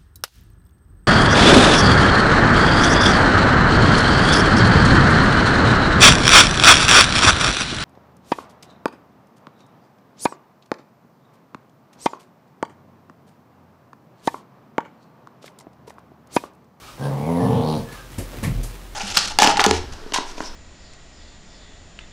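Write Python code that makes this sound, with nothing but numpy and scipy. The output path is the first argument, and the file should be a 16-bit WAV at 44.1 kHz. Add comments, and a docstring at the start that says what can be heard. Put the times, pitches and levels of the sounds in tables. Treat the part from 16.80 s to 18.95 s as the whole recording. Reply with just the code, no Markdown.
"""A small quiet bedroom, two dogs wrestling on the bed. Cloth grains rustle and sniffs of filtered air pass.
One dog gives a long play growl: slow throat pulses sound chest and mouth, rise in pitch and sink again,
roughen with an irregular flutter and end in a rasp of air bursts past the teeth.
Paws land on the mattress as decaying tones and noise; one deep wavering tone is the boom of the bed.
A short tail of decaying noise puts the dogs in the room, over a faint steady background."""
import sys
import numpy as np
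from scipy import signal
from scipy.io import wavfile
from scipy.ndimage import uniform_filter1d

SR = 44100
rng = np.random.default_rng(int(sys.argv[2]) if len(sys.argv) > 2 else 0)


def store_wav(level_fs):
    """Save 16-bit WAV to argv[1]."""
    pcm = np.round(np.clip(np.atleast_2d(level_fs), -1, 1) * 32767)
    wavfile.write(sys.argv[1], SR, pcm.T.astype(np.int16))


N = 94815
T = np.arange(N) / SR  # s

# the growl's course: t/s, pulse rate f/Hz, chest level/dB and mouth level/dB, both before their trims
GROWL = [(0.18, 66.53, -56, -45), (0.202, 67.1, -29, -35.5), (0.238, 69.98, -24, -30),
         (0.334, 68.77, -24, -32), (0.402, 69.64, -25, -32.5), (0.456, 78.42, -27, -29.5),
         (0.498, 84.05, -20.5, -23.5), (0.544, 85.55, -22.5, -27), (0.61, 88.2, -20.5, -21.5),
         (0.632, 88.7, -15.5, -25), (0.698, 89.25, -21, -26.5), (0.774, 88.43, -19.5, -26.5),
         (0.814, 79.7, -19.5, -27), (0.838, 78.25, -25.5, -26), (0.876, 77.9, -22.5, -26.5),
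         (0.97, 76.05, -23.5, -31), (1.01, 75.8, -31.5, -61), (1.06, 77, -39, -60)]
# tone of the mouth, also sounded by the flutter: f/Hz, level/dB
MOUTH_TONE = [(250, -33.5), (350, -9.5), (415, -3), (455, 3.5), (530, 1.5), (630, -4.5), (720, -2.5),
              (820, -1), (950, -4), (1100, -13.5), (1350, -31.5), (2500, -38.5)]
# paws and bodies landing: t/s, thud f/Hz, then level/dB of thud, knock, slap, cloth scuff and bed boom
# (the noise part of the thud has a further trim)
BLOWS = [(.97, 98, -25.5, -46, -57, -56, -48), (1.12, 131, -41.5, -50, -46, -46.5, -59),
         (1.314, 123, -45.5, -61, -50.5, -49, -56), (1.38, 95.6, -26, -29, -43.5, -35, -32),
         (1.529, 107, -40, -35.5, -51, -63, -37), (1.576, 127, -33, -48, -47.5, -68, -46),
         (1.626, 209.4, -26.5, -30, -50, -37.5, -55), (1.633, 90, -23, -41, -30, -35.5, -50),
         (1.667, 166.4, -22.5, -32.5, -48, -57, -26), (1.697, 131.3, -20.5, -52, -51, -59, -42),
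         (1.735, 94, -30.5, -57, -60, -58, -21.5), (1.775, 123, -24.5, -38, -54, -54, -35),
         (1.829, 111, -39, -44, -64, -35.5, -57)]
SHIMMER_DB = 0.5  # spread of pulse strength at full roughness, and in the flutter
BLOW_RISE_S, THUD_T60 = 0.0058, 0.23  # s


def amp(db):
    """Decibels to gain."""
    return 10 ** (np.asarray(db) / 20)


def unit(x):
    """Scales to rms 1."""
    return x / np.sqrt(np.mean(x ** 2) + 1e-20)


def steady(x):
    """Holds the running level near rms 1."""
    power = uniform_filter1d(uniform_filter1d(x ** 2, size=1800), size=1800)
    return x / np.sqrt(abs(power) + 1e-12)


def curve(rows, axis=1):
    """One column of a table as a curve in time."""
    rows = np.array(rows)
    return np.interp(T, rows[:, 0], rows[:, axis])


def level(rows, axis=1):
    """A dB column as gain, falling 1000 dB per second outside its span."""
    outside = np.maximum(np.maximum(rows[0][0] - T, T - rows[-1][0]), 0)
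    return amp(curve(rows, axis) - 1000 * outside)


def read(points, hz):
    """Reads a spectrum table on a log-frequency axis."""
    f, value = np.transpose(points)
    return np.interp(np.log(hz + 1), np.log(f), value)


def colour(x, points):
    """Causal minimum-phase filter with the given spectrum, falling 18 dB per octave beyond its ends."""
    hz = abs(np.fft.fftfreq(8192, 1 / SR)) + 1
    octaves_beyond = abs(np.log2(hz / np.clip(hz, points[0][0], points[-1][0])))
    gain_db = np.maximum(read(points, hz) - 18 * octaves_beyond, -100)
    log_gain = np.log(amp(gain_db))
    taps = np.fft.ifft(np.exp(np.conj(signal.hilbert(log_gain)))).real[:4096]
    return signal.fftconvolve(x, taps)[:N]


def noise(points):
    """Coloured noise of rms 1."""
    return unit(colour(rng.standard_normal(N), points))


def resonate(x, hz, width_hz):
    """A steep resonance that follows the curve hz: shift down to zero, smooth twice, shift back."""
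    turn = np.exp(2j * np.pi * np.cumsum(hz) / SR)
    r = np.exp(-np.pi * width_hz / SR)
    smoothed = signal.lfilter([(1 - r) ** 2], [1, -2 * r, r * r], x / turn)
    return (turn * smoothed).real


def arch(start, length):
    """A smooth swell and fall."""
    return np.sin(np.pi * np.clip((T - start) / length, 0, 1))


def strike(start, rise_s, t60):
    """Straight rise, then exponential decay by 60 dB in t60 seconds."""
    rise = np.clip((T - start) / rise_s, 0, 1)
    return rise * amp(-60 * np.maximum(T - start - rise_s, 0) / t60)


def pulses(hz, jitter, spread_db, lag=0):
    """Throat pulses, each a little off in time and strength, and the place within each cycle."""
    turns = np.cumsum(hz) / SR - lag
    cycle = np.arange(1, int(turns[-1]))
    late, strong = rng.standard_normal((400, 2))[:len(cycle)].T
    at = np.searchsorted(turns, cycle)  # even pulses first, then each one displaced
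    at = np.sort(np.clip(np.searchsorted(turns, cycle + late * jitter[at]), 0, N - 1))
    train = np.zeros(N)
    train[at] = amp(strong * spread_db[at])
    return train, np.interp(np.arange(N), at, cycle) % 1


def bedding():
    """Cloth rubbing under the dogs: dense small grains of random strength, coloured as one rustle."""
    # rustle of the bedding: t/s, level/dB
    rustle_level = [(0, -54), (.12, -56), (.2, -47.5), (.9, -45.5), (1.12, -48), (1.27, -52), (1.33, -44.5),
                    (1.45, -45), (1.51, -41.5), (1.6, -42), (1.7, -42), (1.85, -48), (1.94, -44.5),
                    (2.0, -49.5), (2.15, -51.5)]
    # tone of the cloth: f/Hz, level/dB
    rustle_tone = [(50, -21), (120, 10.5), (250, 4.5), (450, -2.5), (800, -4.5), (1500, -7), (4000, -12.5),
                   (9000, -19.5), (16000, -19)]
    grains_per_s, spread_db = 2300, 4.5
    size = amp(spread_db * np.minimum(rng.exponential(1, N), np.pi))
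    struck = rng.random(N) < grains_per_s / SR
    grains = size * rng.standard_normal(N) * struck
    return level(rustle_level) * unit(colour(grains, rustle_tone))


def sniffs():
    """Air drawn through a dog's nose is broad noise; narrow resonances of noise ring in the nostrils."""
    # quick sniffs: start t/s, length t/s, peak level/dB
    sniff_times = [(-.03, .2, -45.5), (1.063, 0.2, -47)]
    # tone of the nose: f/Hz, level/dB
    sniff_tone = [(400, -4), (900, 3.5), (1200, 9), (1450, 5), (1720, -9), (2000, -8), (2400, 0),
                  (3000, -2.5), (3700, -2.5), (6000, -6.5), (8000, -12.5), (11000, -15), (16000, -21)]
    # air ringing in the nostrils: start t/s, length t/s, f/Hz, peak level/dB
    whistles = [(1.034, 0.173, 1700, -49), (1.045, 0.27, 514, -57), (1.15, 0.12, 1567, -50),
                (0.555, 0.24, 1745, -49), (0.197, 0.089, 1570, -46.5)]
    whistle_width_hz = 49.6
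    swell = sum(amp(db) * arch(start, length) for start, length, db in sniff_times)
    out = swell * noise(sniff_tone)
    for start, length, hz, db in whistles:
        ring = resonate(rng.standard_normal(N), np.full(N, hz), whistle_width_hz)
        out += amp(db) * arch(start, length) * steady(ring)
    return out


def bed():
    """One deep mode of the bed swells after each landing over a continuing drone, its pitch wavering."""
    # drone of the bed: t/s, level/dB
    sway = [(0, -60), (.9, -51), (1.02, -40), (1.09, -48), (1.3, -44), (1.6, -47), (1.95, -40.5),
            (2.15, -39)]
    bed_hz, rise_s, t60 = 42.5, 0.052, .5
    wander_share = 0.0523  # rms share by which the pitch wanders
    booms = sum((amp(row[-1]) * strike(row[0], rise_s, t60)) ** 2 for row in BLOWS)
    power = level(sway) ** 2 + booms
    wander = unit(uniform_filter1d(rng.standard_normal(N), size=4000))
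    turns = np.cumsum(bed_hz * (1 + wander_share * wander)) / SR
    return np.sqrt(2 * power) * np.sin(2 * np.pi * turns)


def growl():
    """Throat pulses and puffs of air drive the chest, the mouth and the upper resonances."""
    # roughness of the voice: t/s, share 0-1
    roughness = [(.2, .3), (.3, .35), (.42, .5), (.49, .12), (.59, .15), (.64, .75), (.8, .8), (.86, .1),
                 (.96, .12), (1.02, .7)]
    # a second, looser pulse in mid-cycle: t/s, relative strength
    afterbeat = [(.2, .42), (.4, .42), (.48, .05), (1.0, .05)]
    jitter, afterbeat_jitter = 0.055, 0.0783  # shares of a cycle, the first at full roughness
    puff_floor, puff_share = 0.26, 0.5  # air between puffs; decay of a puff as a share of a cycle
    air, mouth_air = 1, 0.26  # air noise at full roughness, and further air in the mouth
    rough = np.clip(curve(roughness), 0, 1)
    pulse_hz = curve(GROWL)
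    first, place = pulses(pulse_hz, jitter * rough, SHIMMER_DB * rough)
    second, _ = pulses(pulse_hz, np.full(N, afterbeat_jitter), SHIMMER_DB * rough, lag=.5)
    train = first + curve(afterbeat) * second
    puffs = unit((puff_floor + np.exp(-place / puff_share)) * rng.standard_normal(N))
    drive = unit(train) + air * rough * puffs
    airy = drive + mouth_air * rough * puffs
    return add_flutter(chest(drive)) + mouth(airy) + snarl(puffs + .5 * drive) + rasp(place)


def chest(drive):
    """The chest colours the throat pulses with its low resonances."""
    # tone of the chest: f/Hz, level/dB
    chest_tone = [(40, -56), (72, -16.5), (95, -8), (135, 2), (170, 0.5), (210, -5), (258, -0.5), (285, -9),
                  (310, -11.5), (350, -20.5), (500, -40.5)]
    trim_db = -0.5
    return amp(trim_db) * level(GROWL, axis=2) * steady(colour(drive, chest_tone))


def add_flutter(voice):
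    """A second, irregular throat oscillation sounds chest and mouth and weakens the chest voice."""
    # flutters: start t/s, length t/s, f/Hz, level/dB of the chest part
    flutters = [(0.621, 0.213, 122.1, -19.5), (0.961, 0.073, 124.2, -27.5)]
    # tone of the flutter in the chest: f/Hz, level/dB
    flutter_tone = [(45, -33), (85, -11), (120, 0), (180, -6), (260, -4.5), (350, -27.5), (700, -31)]
    jitter, rise_s, fall_s = 0.156, 0.0092, 0.038  # share of a cycle, s, s
    takes_db, mouth_db = -5, -11  # change of the chest voice; mouth part relative to chest part
    for start, length, hz, db in flutters:
        gate = np.clip(np.minimum((T - start) / rise_s, (start + length - T) / fall_s), 0, 1)
        flaps, _ = pulses(np.full(N, hz), np.full(N, jitter), np.full(N, SHIMMER_DB))
        in_chest = steady(colour(flaps, flutter_tone))
        in_mouth = amp(mouth_db) * steady(colour(flaps, MOUTH_TONE))
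        voice = voice * amp(takes_db * gate) + amp(db) * gate * (in_chest + in_mouth)
    return voice


def mouth(airy):
    """The mouth colours pulses and air, with one further resonance that moves in pitch."""
    # moving resonance of the mouth, dipping and then rising: t/s, f/Hz
    moving_hz = [(.2, 1050), (.36, 1100), (.48, 900), (.7, 990), (.85, 1067), (.98, 1160)]
    trim_db, moving_db, moving_width_hz = -2, -8.5, 150  # the moving level is relative to the mouth
    moving = amp(moving_db) * steady(resonate(airy, curve(moving_hz), moving_width_hz))
    return amp(trim_db) * level(GROWL, axis=3) * (steady(colour(airy, MOUTH_TONE)) + moving)


def snarl(breath):
    """An upper resonance of the mouth, sounded by puffs and pulses together."""
    # upper resonance: t/s, centre f/Hz, level/dB
    snarl_course = [(.18, 1590, -55), (.22, 1550, -48), (.27, 1580, -45.5), (.34, 2000, -59),
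                    (.43, 2170, -48.5), (.55, 2090, -49), (.6, 1780, -45), (.66, 1750, -51),
                    (.8, 1760, -57), (1.0, 1800, -62)]
    ring = resonate(breath, curve(snarl_course), width_hz=320)
    return level(snarl_course, axis=2) * steady(ring)


def rasp(place):
    """Each pulse shoots a short burst of air past teeth and lips, and some air leaks between bursts."""
    # air leaking between bursts: t/s, relative strength
    leak = [(.2, .25), (.6, .4), (.8, .3), (.87, .05), (.96, .05), (1.02, .3)]
    # resonance at the teeth: t/s, centre f/Hz, level/dB
    teeth_course = [(.45, 4100, -84), (.64, 4530, -60), (.69, 3070, -49), (.75, 3100, -43.5),
                    (.82, 3721, -47.5), (.88, 4460, -45), (.95, 4270, -46), (1.03, 4355, -62)]
    # hiss of air between the lips: t/s, level/dB
    hiss_level = [(.19, -58), (.25, -44), (.33, -69), (.43, -58), (.5, -59), (.63, -50), (.8, -56),
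                  (.93, -43.5), (1.02, -59)]
    # tone of that hiss: f/Hz, level/dB
    hiss_tone = [(1500, -19.5), (3000, 10), (4500, 8), (5700, 7), (7500, -11), (9200, 9), (10500, 0),
                 (12500, -8), (16000, -23)]
    # thin hiss through the lips: start t/s, length t/s, f/Hz, peak level/dB
    lip_whistle = (0.4, 0.38, 10300, -53.5)
    burst_share, teeth_width_hz, lip_width_hz = .09, 1400, 700  # burst decay as a share of a cycle
    rattle = (curve(leak) + np.exp(-place / burst_share)) * rng.standard_normal(N)
    teeth = level(teeth_course, axis=2) * steady(resonate(rattle, curve(teeth_course), teeth_width_hz))
    start, length, hz, db = lip_whistle
    lips = amp(db) * arch(start, length) * steady(resonate(rattle, np.full(N, hz), lip_width_hz))
    hiss = level(hiss_level) * steady(colour(rattle, hiss_tone))
    return teeth + lips + hiss


def blows():
    """Each landing thuds into the mattress, knocks the frame, and slaps and scuffs the cover."""
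    # tone of the thud's noise: f/Hz, level/dB
    thud_tone = [(50, -17), (85, 6), (140, 1.5), (250, -6), (330, -28), (600, -30)]
    # tone of the frame's knock: f/Hz, level/dB
    knock_tone = [(120, -34), (230, 1), (330, 0), (550, -3.5), (800, -13.5), (1200, -19), (3000, -27)]
    # tone of the slap on the cover: f/Hz, level/dB
    slap_tone = [(700, -10), (1100, 3), (1400, -12), (1800, 3), (2300, 3), (2900, -7), (4200, -10),
                 (6000, -18)]
    # tone of the cloth scuff: f/Hz, level/dB
    scuff_tone = [(600, 2), (2000, -7), (4300, -3), (6500, -1.5), (8500, -0.5), (11000, 0.5), (13500, -8),
                  (16000, -30)]
    # tone, decay t60 in s, trim in dB, in the order of the level columns
    parts = [(thud_tone, THUD_T60, -2.5), (knock_tone, 0.27, 0), (slap_tone, 0.25, 0), (scuff_tone, 0.25, 0)]
    out = np.zeros(N)
    for column, (tone, t60, trim_db) in enumerate(parts, start=2):
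        power = sum((amp(row[column]) * strike(row[0], BLOW_RISE_S, t60)) ** 2 for row in BLOWS)
        out += amp(trim_db) * np.sqrt(power) * steady(noise(tone))
    for start, hz, db, *_ in BLOWS:
        thud = np.sin(2 * np.pi * hz * (T - start))
        out += np.sqrt(2) * amp(db) * strike(start, BLOW_RISE_S, THUD_T60) * thud
    return out


def room(x):
    """A short diffuse bedroom tail, the treble dying first; three decaying noise tails exchange steadily."""
    # decay of the room: f/Hz, t60 t/s
    room_t60 = [(100, 0.49), (500, 0.44), (3000, 0.22), (12000, 0.18)]
    # tone sent into the room: f/Hz, level/dB
    room_send = [(60, -7), (200, -13.5), (400, 3), (800, -1), (16000, 4.5)]
    exchange_hz = 1.1  # rate of the exchange between the tails
    send, out = colour(x, room_send), np.zeros(N)
    for k in range(3):
        hz, t, z = signal.stft(rng.standard_normal(SR // 2), SR, nperseg=256)
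        decay = amp(-60 * t / read(room_t60, hz)[:, None])
        tail = signal.istft(z * decay, SR, nperseg=256)[1]
        tail = tail * (np.arange(len(tail)) > .003 * SR)  # a gap of 3 ms before the first reflection
        share = np.sqrt(2 / 3) * np.cos(2 * np.pi * exchange_hz * T + k * np.pi / 3)
        out += signal.fftconvolve(send * share, tail / np.linalg.norm(tail))[:N]
    return out


def scene():
    """Dogs and bedding with their room tail, landings and bed dry, over a faint steady background noise."""
    # tone of the background: f/Hz, level/dB
    floor_tone = [(18, -40), (30, -9), (55, -2.5), (111, -2), (187, -10), (341, -9), (399, -10.5),
                  (673, -17), (996, -16), (1870, -19.5), (3320, -22), (9190, -27.5), (15500, -33.5)]
    floor_db, room_db = -45.5, -4.5
    dogs = bedding() + sniffs() + growl()
    background = amp(floor_db) * noise(floor_tone)
    return (dogs + amp(room_db) * room(dogs) + bed() + blows() + background)[None]


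def record(dry):
    """One microphone channel, with the recorder's steep band limit."""
    edge_hz = 15700
    taps = signal.firwin(2047, edge_hz, window=("kaiser", 9), fs=SR)
    return signal.oaconvolve(dry, taps[None], "same")


dry = scene()
out = record(dry)
store_wav(out)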